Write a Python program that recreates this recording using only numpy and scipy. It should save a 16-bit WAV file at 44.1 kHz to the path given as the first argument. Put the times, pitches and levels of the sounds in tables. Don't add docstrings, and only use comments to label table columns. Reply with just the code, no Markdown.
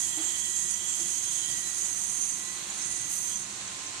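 import sys
import numpy as np
from scipy import signal
from scipy.fft import rfft, irfft
from scipy.io import wavfile
from scipy.ndimage import uniform_filter1d

SR = 44100
rng = np.random.default_rng(int(sys.argv[2]) if len(sys.argv) > 2 else 0)


def file_out(sig):
    cols = np.atleast_2d(sig).T
    lim = np.clip(cols, -1, 1)
    pcm = np.round(lim * 32767).astype(np.int16)
    wavfile.write(sys.argv[1], SR, pcm)


N = 176400
T = np.arange(N) / SR
DISC_LEFT_DB = -12.5

# time in seconds, relative level in dB.
LOAD = [(0, -29.5), (.14, -33.5), (.35, -31.5), (.73, -31), (.78, -34.5), (.85, -34), (.9, -31),
        (1.7, -32.5), (1.85, -30.5), (1.93, -33), (2.32, -33), (2.37, -34.5), (2.54, -35), (2.67, -38),
        (2.82, -33), (3.07, -33), (3.15, -32.5), (3.3, -33), (3.42, -34.5), (3.46, -37.5), (3.63, -37),
        (4, -39)]


def amp(db):
    return 10 ** (np.asarray(db) / 20)


def left_gain(db):
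    return amp([[db], [0]])


def unit(x):
    return x / np.sqrt(np.mean(x ** 2) + 1e-20)


def curve(rows, column=1):
    rows = np.array(rows)
    return np.interp(T, rows[:, 0], rows[:, column])


def value_at(points, hz):
    f, value = np.transpose(points)
    return np.interp(np.log(hz + 1), np.log(np.sort(f)), value)


def colour(x, points):
    hz = np.fft.rfftfreq(N, 1 / SR)
    low_cut = np.minimum(hz / points[0][0], 1) ** 2
    return unit(irfft(rfft(x) * amp(value_at(points, hz)) * low_cut, N))


def wander(rate_hz, size=N):
    f = np.fft.rfftfreq(4096, T[-1] / 4096)
    noise = rng.standard_normal(4096)
    slow = irfft(rfft(noise) * (f > 0) / (1 + (f / rate_hz) ** 4))
    return np.interp(T[:size], np.linspace(0, T[-1], len(slow)), unit(slow))


def stereo_noise(left_db, alike, size=N):
    right, other = rng.standard_normal((2, size))
    left = alike * right + np.sqrt(1 - alike * alike) * other
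    return np.array([amp(left_db) * left, right])


def resonate(x, hz, width_hz):
    r = np.exp(-np.pi * width_hz / SR)
    if np.ndim(hz) == 0:
        pole = r * np.exp(2j * np.pi * hz / SR)
        return unit(signal.lfilter([1], [1, -2 * pole, pole * pole], x).real)
    turn = np.exp(2j * np.pi * np.cumsum(hz) / SR)
    return unit((turn * signal.lfilter([1], [1, -2 * r, r * r], x / turn)).real)


def ring(x, modes):
    f = np.fft.rfftfreq(N, 1 / SR)
    body = sum(amp(db) / np.sqrt(width) / (1 + 2j * (f - hz) / width) / (1 + .2j * (f - hz) / width)
               for hz, width, db in modes)
    return unit(irfft(rfft(x) * body, N))


def tone(hz, waver_hz, rough_db):
    turns = np.cumsum(hz + waver_hz * wander(rate_hz=29, size=len(hz))) / SR
    wave = amp(rough_db * wander(rate_hz=26, size=len(hz))) * np.exp(2j * np.pi * turns)
    return np.array([unit(wave.imag), unit(wave.real)])


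def add(mix, start, sound):
    part = mix[:, max(round(start * SR), 0):][:, :sound.shape[1]]
    part += sound[:, :part.shape[1]]


def room(x, echo_db):
    # frequency in Hz, seconds to fade by 60 dB.
    fade_times = [(250, 0.13), (4000, 0.089), (12000, 0.047)]
    hz, t, noise = signal.stft(rng.standard_normal((2, SR // 2)), SR, nperseg=256)
    fade = amp(-60 * t / value_at(fade_times, hz)[:, None])
    tail = signal.istft(noise * fade, SR, nperseg=256)[1]
    echoes = signal.fftconvolve(x, tail / np.linalg.norm(tail[0]), axes=1)[:, :N]
    return (x + amp(echo_db) * echoes) / np.sqrt(1 + amp(2 * echo_db))


def motor():
    # pitch in Hz, width in Hz, relative level in dB.
    hum_modes = [(122, 27, -12.5), (200.2, 12, 1), (292, 33, 2), (324.5, 12, -17), (349.2, 17, -0.5)]
    # time in seconds, level in dB.
    hum_level = [(0, -57.5), (4, -56.5)]
    # frequency in Hz, relative level in dB.
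    rumble_colour = [(15, -11), (28, -14), (40, 0), (70, -2), (110, 4.5), (170, 2), (240, -5), (350, -0.5),
                     (470, -41), (900, -34)]
    hum = ring(stereo_noise(left_db=-0.5, alike=0.83), hum_modes)
    rumble = colour(stereo_noise(left_db=0.5, alike=1), rumble_colour)
    rumble_db = -58 + 1.3 * wander(rate_hz=8)
    return hum * amp(curve(hum_level)) + rumble * amp(rumble_db)


def knocks():
    # start in seconds, pitch in Hz, relative level in dB.
    hits = [(0.164, 320, -43), (0.979, 340, -48), (1.47, 113, -49)]
    rise_s, decay_s = .02, .07
    out, t = np.zeros((2, N)), T[:SR // 2]
    swell = np.minimum(t / rise_s, 1) * np.exp(-t / decay_s)
    for start, hz, db in hits:
        panel = resonate(stereo_noise(left_db=-0.5, alike=0.96, size=len(t)), hz, width_hz=40)
        rattle = resonate(stereo_noise(left_db=-5, alike=0.33, size=len(t)), hz=735, width_hz=240)
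        add(out, start, (panel + rattle * amp(-3.5)) * amp(db) * swell)
    return out


def gears():
    # time in seconds, pitch in Hz, relative level in dB.
    gear_whine = [(0, 1940, -53.5), (.64, 1920, -53), (.8, 1964, -55.5), (1.35, 1933, -60.5),
                  (1.5, 1914, -50), (2.3, 1954, -60.5), (2.5, 1958, -48), (2.65, 1960, -67),
                  (2.9, 1977, -52), (3.55, 1940, -63)]
    # time in seconds, pitch in Hz, relative level in dB.
    drive_whine = [(0, 1028, -59.5), (1.2, 1030, -64), (2.3, 1051, -65), (2.44, 1052, -55),
                   (2.6, 1052, -58), (3.1, 1051, -62.5), (3.6, 1051, -57.5), (4, 1038, -55)]
    gear_hz = curve(gear_whine)
    gear = tone(gear_hz, waver_hz=14, rough_db=1.2)
    overtone = resonate(stereo_noise(left_db=-8, alike=0), 2.07 * gear_hz, width_hz=72)
    gear = (gear + overtone * amp(-6)) * amp(curve(gear_whine, column=2))
    drive = tone(curve(drive_whine), waver_hz=12, rough_db=1.5) * amp(curve(drive_whine, column=2))
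    return (gear + drive) * amp(3.5) * left_gain(-5)


def strips():
    # time in seconds, relative level in dB.
    rustle_level = [(0.0, -55.5), (.4, -57), (.6, -57.5), (.85, -55), (3.45, -54), (4.0, -51)]
    # frequency in Hz, relative level in dB.
    rustle_colour = [(250, -6.5), (480, -3), (800, 3.5), (1300, 2.5), (1700, 2), (2500, 4.5), (4000, 1.5),
                     (5500, 2), (8000, -17), (11000, -17), (15000, -45)]
    rustle = colour(stereo_noise(left_db=0.5, alike=0.032), rustle_colour)
    return rustle * amp(curve(rustle_level) + 8.5 + .5 * wander(rate_hz=27))


def crumple():
    # time in seconds, average level in dB.
    crumple_level = [(.14, -56), (.19, -44.5), (.33, -46.5), (.5, -70), (2.35, -61), (2.62, -46),
                     (2.82, -45), (2.95, -53.5), (3.4, -59), (3.62, -44.5), (4, -61)]
    # frequency in Hz, relative level in dB.
    crumple_colour = [(300, -6), (750, 1.5), (1400, 2), (2800, 2.5), (4300, 5.5), (5600, -11), (9000, -42)]
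    noise = colour(stereo_noise(left_db=-0.5, alike=0.31), crumple_colour)
    return noise * amp(curve(crumple_level) + 1.6 * wander(rate_hz=57))


def squeak():
    # time in seconds, level in dB.
    squeak_level = [(0, -51), (.1, -45), (.45, -42.5), (.63, -51.5), (.85, -43.5), (1.1, -49),
                    (1.48, -43.5), (1.7, -54), (3.22, -61.5), (3.32, -45), (3.42, -74)]
    # pitch in Hz, width in Hz, relative level in dB.
    squeak_modes = [(3111, 18, 0.5), (3161, 36, 3.7), (3311, 34, 4.8)]
    return ring(stereo_noise(left_db=-5.5, alike=0.073), squeak_modes) * amp(curve(squeak_level))


def chirps():
    # start and length in seconds, pitch and its rise in Hz, right-side level in dB.
    slips = [(.74, .011, 6210, 0, -27), (1.819, .011, 6340, 0, -26), (1.83, .05, 7080, 200, -29),
             (1.927, .011, 6370, 0, -27), (2.699, .022, 6780, 650, -31), (2.814, .026, 5480, 0, -36),
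             (3.356, .016, 6100, 0, -27), (3.675, .011, 6180, 0, -33), (3.863, .016, 6120, 0, -31)]
    out = np.zeros((2, N))
    for start, length, hz, glide_hz, db in slips:
        progress = T[:round(length * SR)] / length
        ping = tone(hz + glide_hz * progress, waver_hz=70, rough_db=3)
        swell = np.sin(np.pi * np.sqrt(progress))
        add(out, start, swell * ping * amp(db))
    return out * left_gain(DISC_LEFT_DB)


def squeals():
    # start and length in seconds, pitch in Hz, right-side level in dB.
    rubs = [(.52, .19, 7564, -35), (.875, .1, 7564, -31), (1.26, .3, 3590, -52), (1.21, .3, 4010, -49),
            (1.41, .19, 4800, -49), (1.61, .09, 4010, -45), (1.04, .29, 6010, -43), (1.3, .42, 10378, -51),
            (2.1, .24, 10378, -49), (2.19, .14, 6325, -36), (2.12, .16, 9240, -42), (2.79, .13, 8790, -42),
            (3.11, .25, 6008, -42), (3.28, .08, 3330, -50)]
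    fade_s = .025
    out = np.zeros((2, N))
    for start, length, hz, db in rubs:
        t = T[:round(length * SR)]
        swell = np.clip(np.minimum(t, length - t) / fade_s, 0, 1)
        squeal = tone(np.full(len(t), hz), waver_hz=13, rough_db=3)
        add(out, start, swell * squeal * amp(db))
    return out * left_gain(-9)


def idle_hiss():
    # frequency in Hz, relative level in dB.
    hiss_colour = [(1500, -35), (4200, -0.5), (5000, -12.5), (5750, 0.5), (6200, 4), (7100, 4.5), (8200, 2),
                   (9500, -5), (10800, -29), (15000, -55)]
    return colour(stereo_noise(left_db=-10, alike=0.087), hiss_colour) * amp(-38.5)


def fizz(tear):
    # time in seconds, relative level in dB.
    fizz_level = [(0, -50.5), (.8, -56), (1, -53.5), (1.6, -53.5), (2.3, -54.5), (2.65, -59.5), (3.05, -58),
                  (3.13, -45), (3.3, -49), (3.46, -64), (4, -70)]
    # frequency in Hz, relative level in dB.
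    fizz_colour = [(6000, -37), (9000, 9.5), (10900, -2), (13100, 2), (13700, -1), (14500, -26),
                   (15600, -23)]
    return colour(tear, fizz_colour) * amp(curve(fizz_level) + 4) * left_gain(3)


def disc_group(force, modes):
    sharpness = 380
    out = 0
    for hz, db in modes:
        mode = resonate(force, hz, hz / sharpness)
        power = uniform_filter1d(mode ** 2, size=1024)
        out = out + amp(db) * unit(mode / (power + .05) ** .25)
    return unit(out)


def disc_ring(force):
    # pitch in Hz, relative level in dB.
    bright_modes = [(6010, -53), (6336, -51), (6535, -50), (6675, -53), (6761, -46), (7564, -44),
                    (8059, -51), (8861, -55), (9135, -57), (9620, -54), (10379, -60), (11162, -62),
                    (11567, -65)]
    # time in seconds, relative level in dB.
    bright_level = [(0.0, -40), (2.8, -48.5), (3.11, -63), (4.0, -49)]
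    # pitch in Hz, relative level in dB.
    low_modes = [(6008, -51), (6324, -42), (6401, -49), (6487, -50), (6888, -49), (7273, -53), (8269, -54),
                 (9238, -49), (10376, -58)]
    # pitch in Hz, width in Hz, relative level in dB.
    damped_modes = [(6350, 90, 0), (8820, 90, -7), (9150, 110, -2.5)]
    # time in seconds, relative level in dB.
    low_level = [(0, -40), (.2, -57), (.7, -35), (.8, -45), (1.1, -40), (1.42, -37.5), (1.7, -40.5),
                 (1.95, -36), (2.31, -29), (2.38, -40), (2.66, -39), (2.92, -37), (3.42, -35), (3.5, -65)]
    bright = disc_group(force, bright_modes) * amp(curve(bright_level) + 10)
    low = disc_group(force, low_modes) * amp(-1.5) + ring(force, damped_modes) * amp(-3.5)
    return (bright + low * amp(curve(low_level))) * left_gain(DISC_LEFT_DB)


def tearing():
    snaps_per_s, spread_db, snap_decay_s = 700, 3, 0.00036
    grind_share = .8
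    snaps = (rng.random(N) < snaps_per_s / SR) * rng.choice([-1, 1], N)
    snaps = snaps * amp(spread_db * np.minimum(rng.exponential(1, N), 3))
    snap_fade = np.exp(-T[:256] / snap_decay_s)
    bursts = unit(np.sqrt(signal.lfilter(snap_fade, [1], snaps ** 2)))
    flutter = amp(wander(rate_hz=38))
    strength = np.sqrt(grind_share + (1 - grind_share) * bursts ** 2) * flutter
    return unit(strength) * stereo_noise(left_db=-9.5, alike=0.078)


def cutters():
    # frequency in Hz, relative level in dB.
    crunch_colour = [(1500, -20.5), (3000, -17), (4100, -14), (5750, -11), (6100, -2), (6500, 5.5),
                     (7100, 0.5), (7900, -0.5), (8600, -5.5), (9200, -4.5), (9800, -12.5), (10300, -12),
                     (10800, -38), (15600, -45)]
    load_db = curve(LOAD)
    force = tearing()
    tear = unit(room(force, echo_db=-11))
    crunch = colour(tear, crunch_colour) * amp(load_db + 1.5) * left_gain(-3)
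    bite = 1 / (1 + amp(-3 * (load_db + 36)))
    return bite * (crunch + disc_ring(force)) + fizz(tear) + idle_hiss() * np.sqrt(1 - bite)


def scene():
    blades = cutters() + chirps() + squeals() + squeak()
    return blades + gears() + motor() + strips() + crumple() + knocks()


def record(dry):
    cutoff_hz = 15700
    low_pass = signal.firwin(511, cutoff_hz, window=("kaiser", 9), fs=SR)
    return signal.oaconvolve(dry, low_pass[None], "same")


dry = scene()
out = record(dry)
file_out(out)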